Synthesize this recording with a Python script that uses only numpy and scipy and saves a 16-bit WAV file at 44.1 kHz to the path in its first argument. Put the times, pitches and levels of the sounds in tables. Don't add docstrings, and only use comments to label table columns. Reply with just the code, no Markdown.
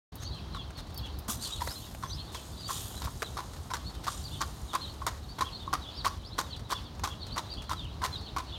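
import sys
import numpy as np
from scipy import signal
from scipy.fft import rfft, irfft
from scipy.io import wavfile
from scipy.ndimage import uniform_filter1d

SR = 44100
rng = np.random.default_rng(int(sys.argv[2]) if len(sys.argv) > 2 else 0)


def wav_out(sig):
    wavfile.write(sys.argv[1], SR, np.round(np.clip(np.atleast_2d(sig).T, -1, 1) * 32767).astype(np.int16))


N = 378378

# freq_hz, density_db
GRIT_SPECTRUM = [(100, -19), (500, 4.5), (1500, 8.5), (2600, -2), (3800, 4.5), (5400, 3), (7000, -0.5),
                 (8500, -2.5), (10300, -6.5), (13000, -7.5), (16000, -18)]
# start_s, until_flat_s, until_still_s, toe_vs_full_weight_db, knock_db, grit_db, clop_db, clop_hz
HOOF_LANDINGS = [(.548, 0.02, 0.027, 7.5, -43, -56, -52, 1060),
                 (1.282, 0.0065, 0.033, -0.5, -37, -48, -30, 1050),
                 (1.605, 0.012, .02, -3, -40, -42.5, -22.5, 975),
                 (2.026, 0.0086, 0.037, 0, -41, -46.5, -25.5, 1050),
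                 (2.346, .003, 0.026, 8.5, -56, -46.5, -33, 1030),
                 (2.69, 0.015, 0.024, 0, -35.5, -43.5, -26.5, 1066),
                 (3.019, 0.03, 0.039, 1.5, -43.5, -42, -43, 1060),
                 (3.072, .001, 0.011, 3.5, -38, -58, -30, 1000),
                 (3.369, 0.018, 0.037, 0.5, -32.5, -41.5, -26, 1036),
                 (3.703, 0.0094, 0.013, 3, -42, -47, -29, 1000),
                 (3.736, 0.0063, 0.032, 4.5, -35.5, -38.5, -40, 1050),
                 (4.068, 0.011, 0.021, -0.5, -32.5, -38.5, -24, 1193),
                 (4.407, .008, 0.027, -3, -30, -37, -35, 1070),
                 (4.733, 0.019, 0.027, -6.5, -29, -36.5, -18, 1066),
                 (5.016, .002, 0.011, -1, -41.5, -58, -29, 1080),
                 (5.065, 0.0021, 0.021, -2, -29.5, -33.5, -43, 1070),
                 (5.385, 0.0028, 0.01, 2.5, -39, -45, -29, 1090),
                 (5.408, 0.011, 0.025, 7.5, -32.5, -40, -19.5, 1076),
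                 (5.675, 0.001, 0.011, 1, -56, -75, -25, 1080),
                 (5.729, 0.0066, 0.024, 2.5, -27, -38.5, -29, 1050),
                 (6.045, 0.0078, .01, -6, -30.5, -37, -23, 1038),
                 (6.057, 0.0052, 0.023, -8, -33, -34.5, -16, 1120),
                 (6.382, 0.0063, 0.032, -5, -28.5, -32.5, -42, 1080),
                 (6.701, 0.022, 0.031, -5, -29.5, -33.5, -21.5, 1090),
                 (7.036, .004, 0.04, -3.5, -28, -34.5, -33, 1100),
                 (7.362, 0.015, 0.034, -5.5, -32, -36.5, -26, 1145),
                 (7.694, 0.0185, 0.04, -5, -29.5, -36.5, -24.5, 1036),
                 (8.018, 0.015, 0.014, 1, -33.5, -46, -21.5, 1032),
                 (8.039, 0.0088, 0.025, 1.5, -37, -34, -25, 1040),
                 (8.364, .005, 0.011, 9.5, -38, -49, -21.5, 1106),
                 (8.383, 0.018, 0.022, 9.5, -39.5, -47, -30.5, 1035)]


def amp(db):
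    return 10 ** (np.asarray(db) / 20)


def unit_rms(x):
    return x / np.sqrt(np.mean(x ** 2) + 1e-20)


def log_interp(points, hz):
    freq_hz, value = np.transpose(points)
    return np.interp(np.log(hz + 1), np.log(freq_hz + 1), value)


def add(mix, start_s, sound):
    part = mix[max(round(start_s * SR), 0):][:len(sound)]
    part += sound[:len(part)]


def colour(x, spectrum, size=2048):
    log_gain = np.log(amp(log_interp(spectrum, abs(np.fft.fftfreq(size, 1 / SR)))))
    taps = np.fft.ifft(np.exp(np.conj(signal.hilbert(log_gain)))).real
    return signal.oaconvolve(x, taps / np.linalg.norm(taps))[:len(x)]


def wander(rate_hz, size):
    slow = np.fft.rfftfreq(size, 1 / SR) < rate_hz
    return unit_rms(irfft(rfft(rng.standard_normal(size)) * slow, size))


def resonate(x, hz, width_hz):
    return signal.lfilter(*signal.iirpeak(hz, hz / width_hz, fs=SR), x)


def narrow_noise(hz, width_hz, size):
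    once = resonate(rng.standard_normal(size), hz, width_hz)
    return unit_rms(resonate(once, hz, width_hz))


def air(level_db=-42.5, lumpy_db=2.42, drift_db=1.0, rumble_hz=250):
    # freq_hz, density_db
    spectrum = [(20, -33), (42, -1.5), (70, 5), (105, 0), (180, -9), (290, -12.5), (480, -19), (750, -18.5),
                (1100, -19.5), (1600, -28.5), (2400, -34), (4000, -26.5), (7700, -41.5), (16000, -50)]
    noise = unit_rms(colour(rng.standard_normal(N), spectrum, size=8192))
    low = signal.sosfiltfilt(signal.butter(2, rumble_hz, fs=SR, output="sos"), noise)
    rumble = low * amp(lumpy_db * wander(11, N))
    wash = (noise - low) * amp(drift_db * wander(2.1, N))
    return amp(level_db) * (rumble + wash)


def yard_echo(x, delay_s=0.0098):
    # freq_hz, t60_s
    decay = [(200, 0.84), (1000, 0.29), (4000, 0.17), (12000, 0.2)]
    taps = rng.standard_normal(SR) * (rng.random(SR) < .06) * (np.arange(SR) > delay_s * SR)
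    hz, t, bands = signal.stft(taps, SR, nperseg=256)
    tail = signal.istft(bands * amp(-60 * t / log_interp(decay, hz)[:, None]), SR)[1]
    return signal.oaconvolve(x, tail / np.linalg.norm(tail))[:N]


def chirp(hz, glide_semitones, length_s=.07, warble=0.011, jitter=.008, flutter_db=4, overtone_db=-27):
    u = np.linspace(-1, 1, int(length_s * SR))
    arch_semitones = 3 * rng.uniform(0.597, 1.5)
    pitch_hz = hz * 2 ** ((glide_semitones * u / 2 - arch_semitones * u ** 2) / 12)
    out = np.zeros(len(u))
    for ratio, voice_db in ((1, 0), (.84, -13)):
        waver = 1 + warble * wander(70, len(u)) + jitter * wander(770, len(u))
        phase = 2 * np.pi * np.cumsum(pitch_hz * ratio * waver) / SR
        whistle = np.sin(phase) + amp(overtone_db) * np.sin(2 * phase)
        out += amp(voice_db + flutter_db * wander(150, len(u))) * whistle
    return unit_rms(out) * np.cos(np.pi * u / 2) ** 1.42


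def sparrows(chatter_db=-15, chatter_hz=(3105, 4650), spread_s=.11, chatter_count=7):
    # middle_s, level_db, pitch_hz, glide_semitones
    notes = [(.232, -49.5, 6450, -1.5), (.272, -43.5, 4560, 0.5), (.335, -46.5, 4090, 1),
             (.372, -54, 3100, -6), (.555, -48.5, 3920, -6), (.603, -44.5, 3330, -3), (.78, -49, 4280, -5),
             (.985, -46.5, 4470, -6), (1.053, -44, 3340, -2.5), (1.454, -36.5, 4340, -7),
             (1.53, -39.5, 3820, 2), (1.704, -42.5, 4800, 8.5), (1.77, -45.5, 4140, 0.5),
             (1.835, -54, 3700, 4), (2.094, -48, 6260, 0), (2.125, -40, 4550, 9.5), (2.195, -45, 4200, 4),
             (2.369, -48.5, 3200, -6), (2.606, -45.5, 4750, -3), (2.66, -40.5, 4690, 2.5),
             (2.97, -48, 4020, 3), (3.255, -45.5, 4000, -4.5), (3.875, -45.5, 4400, 1.5),
             (4.263, -43.5, 4550, -6), (4.338, -44, 3590, -0.5), (4.71, -49.5, 3600, -6),
             (4.836, -39.5, 4170, -4), (4.88, -53, 3220, -3.5), (5.31, -48, 4620, 0.5),
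             (5.47, -44.5, 3350, -2.5), (5.551, -41.5, 4350, -2), (5.622, -47, 3680, -1),
             (5.84, -45, 3740, -6.5), (5.89, -45.5, 3490, -2.5), (5.955, -50.5, 5030, 7.5),
             (5.996, -41.5, 4550, -6), (6.262, -47.5, 4630, 12.5), (6.333, -50, 4080, 5),
             (6.53, -41, 4110, -8.5), (6.765, -42, 3470, -2.5), (7.115, -46.5, 3370, -2),
             (7.228, -44, 4290, -5), (7.334, -42.5, 4500, 5.5), (7.525, -41, 4640, -2.5),
             (7.599, -45.5, 3400, -2.5), (7.791, -43, 3730, -5.5), (7.842, -48, 3210, -3),
             (8.148, -38.5, 4030, -4.5), (8.28, -47, 3950, -9.5), (8.491, -52, 4200, -7.5),
             (8.548, -41.5, 3535, -3.5)]
    out = np.zeros(N)
    for middle_s, db, hz, glide_semitones in notes:
        call = amp(db) * chirp(hz, glide_semitones)
        start_s = middle_s - len(call) / SR / 2
        add(out, start_s, call)
        for when, pitch, slope in rng.random((chatter_count, 3)):
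            chatter = chirp(np.interp(pitch, [0, 1], chatter_hz), 12 * slope - 8)
            add(out, start_s + spread_s * (2 * when - .7), amp(db + chatter_db) * chatter)
    return out


def shifting_resonances(x, depth_db=2.2, frames=16, bins=3):
    bands = signal.stft(x, nperseg=512)[2]
    patches = uniform_filter1d(rng.standard_normal(bands.shape), frames, axis=1)
    patches = unit_rms(uniform_filter1d(patches, bins, axis=0))
    return unit_rms(signal.istft(bands * amp(depth_db * patches))[1][:len(x)])


def spurt_gains(linger_db_per_s=-10.5, linger_top_db=-3.5):
    # start_s, rise_s, hold_s, t60_s, level_db, top_vs_body_db, linger_db, rasp_db
    spurts = [(1.279, 0.0054, 0.039, 0.17, -38, -1, -55.5, -63),
              (1.399, 0.027, 0.035, 0.49, -42, -9, -70, -67), (1.596, 0.03, 0.069, 1.4, -52, 2.5, -75, -68),
              (2.31, 0.019, .04, 1, -63, -2, -57, -65), (2.663, 0.045, 0.068, 0.87, -43.5, -2.5, -53, -51),
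              (4.045, 0.049, 0.04, .7, -49.5, -10, -54.5, -57)]
    t = np.arange(N) / SR
    body, top, rasp = np.zeros((3, N))
    for start_s, rise_s, hold_s, t60_s, db, top_db, linger_db, rasp_db in spurts:
        swell = np.clip((t - start_s) / rise_s, 0, 1)
        after_s = np.maximum(t - start_s - rise_s - hold_s, 0)
        burst = swell * amp(-60 * after_s / t60_s)
        linger = swell * amp(linger_db + linger_db_per_s * after_s)
        body += (burst * amp(db)) ** 2 + linger ** 2
        top += (burst * amp(db + top_db)) ** 2 + (linger * amp(linger_top_db)) ** 2
        rasp += (burst * amp(rasp_db)) ** 2
    return np.sqrt([body, top, rasp])


def hiss(gain_db=3, bright_db=0.5, sputter_db=1.9, grain_db=2.5, split_hz=10000):
    # freq_hz, density_db
    spectrum = [(300, -14), (1100, -2.5), (2300, -11), (3500, -1.5), (5300, -0.5), (6800, 4), (8600, 2.5),
                (10300, -1.5), (13000, 0), (16000, -14)]
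    body_gain, top_gain, rasp_gain = spurt_gains()
    grains = unit_rms(rng.standard_normal(N) * amp(grain_db * np.minimum(rng.exponential(1, N), 5)))
    noise = shifting_resonances(colour(grains, spectrum))
    body = signal.sosfiltfilt(signal.butter(4, split_hz, fs=SR, output="sos"), noise)
    rasp = narrow_noise(hz=3400, width_hz=800, size=N)
    bands = body_gain * body, amp(bright_db) * top_gain * (noise - body), rasp_gain * rasp
    return amp(gain_db) * sum(band * amp(sputter_db * wander(99, N)) for band in bands)


def thump(start_s=1.288, level_db=-29, pitch_hz=220, t60_s=0.069):
    t, out = np.arange(SR // 10) / SR, np.zeros(N)
    add(out, start_s, amp(level_db - 60 * t / t60_s) * np.sin(2 * np.pi * pitch_hz * t))
    return out


def loose_grit(level_db=-61, ticks_per_s=20, spread_db=5.5, t60_s=0.071):
    t = np.arange(SR // 20) / SR
    ticks = (rng.random(N) < ticks_per_s / SR) * amp(spread_db * np.minimum(rng.exponential(1, N), 3))
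    crunch = rng.standard_normal(len(t)) * amp(-60 * t / t60_s)
    return amp(level_db) * colour(signal.oaconvolve(ticks, crunch)[:N], GRIT_SPECTRUM)


def scuffs(clump_db=4):
    # start_s, length_s, level_db
    drags = [(0.212, .04, -46.5), (.765, 0.052, -46.5), (1.053, 0.032, -52), (1.699, 0.033, -44),
             (1.86, .02, -52), (3.56, 0.022, -49.5), (4.032, 0.032, -41.5)]
    out = np.zeros(N)
    for start_s, length_s, db in drags:
        size = int(length_s * SR)
        grains = unit_rms(rng.standard_normal(size) * amp(clump_db * wander(400, size)))
        add(out, start_s, amp(db) * np.sqrt(np.hanning(size)) * grains)
    return colour(out, GRIT_SPECTRUM)


def boots(t60_s=0.035):
    # start_s, level_db
    steps = [(.705, -42), (1.674, -29.5), (1.948, -39), (2.944, -43), (3.221, -28), (3.227, -26.5),
             (6.995, -39)]
    # freq_hz, density_db
    spectrum = [(150, -19), (400, 5), (1300, 6), (2300, 0.5), (3500, -6), (7000, -7), (16000, -21)]
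    t, out = np.arange(SR // 20) / SR, np.zeros(N)
    for start_s, db in steps:
        add(out, start_s, amp(db - 60 * t / t60_s) * rng.standard_normal(len(t)))
    return colour(out, spectrum)


def clinks(gain_db=-3, snap_db=-1, snap_t60_s=0.034, vary_db=5, detune=0.027):
    # start_s, level_db
    touches = [(0.155, -34.5), (0.944, -37), (0.977, -30.5), (1.188, -32), (3.048, -36)]
    # freq_hz, level_db, t60_s
    modes = [(5300, -7.5, 0.066), (9840, -17, 0.065), (12800, -8, 0.06), (14800, -13, .08)]
    t, out = np.arange(SR // 6) / SR, np.zeros(N)
    for start_s, db in touches:
        ring = np.zeros(len(t))
        for hz, mode_db, t60_s in modes:
            envelope = amp(mode_db - vary_db * rng.exponential() - 60 * t / t60_s)
            ring += envelope * np.sin(2 * np.pi * hz * (1 + detune * rng.standard_normal()) * t)
        snap = np.diff(rng.standard_normal(len(t) + 1)) / 2 * amp(snap_db - 60 * t / snap_t60_s)
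        add(out, start_s, amp(db + gain_db) * (ring + snap))
    return out


def stone_cracks(t60_s=0.012, centre_hz=5000, width_hz=4500):
    # start_s, level_db
    cracks = [(4.4167, -25.5), (4.752, -28), (5.0665, -25.5), (5.7386, -24), (6.058, -25), (6.3902, -29),
              (6.7072, -38), (6.718, -32.5), (8.04, -41)]
    t, out = np.arange(SR // 50) / SR, np.zeros(N)
    for start_s, db in cracks:
        noise = rng.standard_normal(len(t))
        snap = unit_rms(resonate(noise, centre_hz * 2 ** rng.uniform(-0.69, 1.0), width_hz))
        add(out, start_s, amp(db - 60 * t / t60_s) * snap)
    return out


def rim_contacts(rocks=3, rock_db=-1, fade_db_per_s=-130, uneven_db=1):
    for start_s, flat_s, still_s, toe_db, knock_db, grit_db, _, _ in HOOF_LANDINGS:
        yield start_s, flat_s, knock_db + toe_db, grit_db + toe_db
        yield start_s + flat_s, still_s - flat_s, knock_db, grit_db
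        for rock_s in still_s * (np.arange(rocks) + .5 + .5 * rng.random(rocks)) / rocks:
            offset_db = rock_db + fade_db_per_s * abs(rock_s - flat_s)
            knock_offset_db, grit_offset_db = offset_db + uneven_db * rng.standard_normal(2)
            yield start_s + rock_s, still_s - rock_s, knock_db + knock_offset_db, grit_db + grit_offset_db


def rim_strikes(knock_gain_db=4.5, rise_s=0.0002, detune=0.074,
                grit_gain_db=1.5, grit_t60_s=0.055, settle_t60_s=0.063, scuff_db=-22, scuff_t60_s=0.85,
                grain_db=2.0, clump_db=3, stone_db=3, stone_hz=3800):
    # freq_hz, level_db, t60_s
    modes = [(309, -15.5, 0.036), (834, -12.5, 0.039), (1077, -1, 0.037), (1362, -8, 0.035),
             (2040, -10, 0.0068)]
    t = np.arange(SR // 8) / SR
    knocks, grit = np.zeros((2, N))
    for start_s, moving_s, knock_db, grit_db in rim_contacts():
        shifts = 1 + detune * rng.standard_normal(len(modes))
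        signs = rng.choice([-1, 1], len(modes))
        ring = sum(sign * amp(db - 60 * t / t60_s) * np.sin(2 * np.pi * hz * shift * t)
                   for (hz, db, t60_s), shift, sign in zip(modes, shifts, signs))
        add(knocks, start_s, amp(knock_db + knock_gain_db) * ring * (1 - np.exp(-t / rise_s)))
        crush = amp(-60 * t / grit_t60_s - 60 * np.maximum(t - moving_s, 0) / settle_t60_s)
        scuff = amp(scuff_db - 60 * t / scuff_t60_s)
        grains = rng.standard_normal(len(t)) * amp(grain_db * np.minimum(rng.exponential(1, len(t)), 4))
        grains *= amp(clump_db * wander(500, len(t)))
        grains += amp(stone_db) * resonate(grains, stone_hz * 2 ** rng.uniform(-1.08, 1), width_hz=470)
        add(grit, start_s, amp(grit_db + grit_gain_db) * (crush + scuff) * unit_rms(grains))
    return knocks + colour(grit, GRIT_SPECTRUM)


def clops(gain_db=-2, swell_s=0.0037, ring_db=-17, ring_t60_s=0.13, ring_width_hz=220):
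    t, out = np.arange(SR // 6) / SR, np.zeros(N)
    u = t / swell_s
    ring_envelope = amp(ring_db - 60 * t / ring_t60_s) * (1 - np.exp(-u))
    for start_s, flat_s, *_, db, hz in HOOF_LANDINGS:
        tone = u ** 2 * np.exp(2 * (1 - u)) * np.sin(2 * np.pi * hz * t)
        ring = ring_envelope * narrow_noise(hz, ring_width_hz, len(t))
        add(out, start_s + flat_s, amp(db + gain_db) * (tone + ring))
    return out


def scene(horse_echo_db=-17, bird_echo_db=-6):
    horse = rim_strikes() + stone_cracks() + clops() + clinks() + boots() + scuffs() + loose_grit()
    birds = sparrows()
    echo = yard_echo(amp(horse_echo_db) * horse + amp(bird_echo_db) * birds)
    mono = horse + birds + echo + hiss() + thump() + air()
    return np.array([mono, mono])


def record(dry, open_s=.119, fade_s=.006, cutoff_hz=16200):
    # centre_hz, width_hz, gain_db
    response = [(7710, 700, -3.5), (9500, 700, 0.5), (10600, 520, -4.5)]
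    sound = dry * np.clip((np.arange(N) / SR - open_s) / fade_s, 0, 1)
    for hz, width_hz, db in response:
        sound = sound + (amp(db) - 1) * resonate(sound, hz, width_hz)
    lowpass = signal.firwin(511, cutoff_hz, window=("kaiser", 9), fs=SR)
    return signal.oaconvolve(sound, lowpass[None], "same")


dry = scene()
out = record(dry)
wav_out(out)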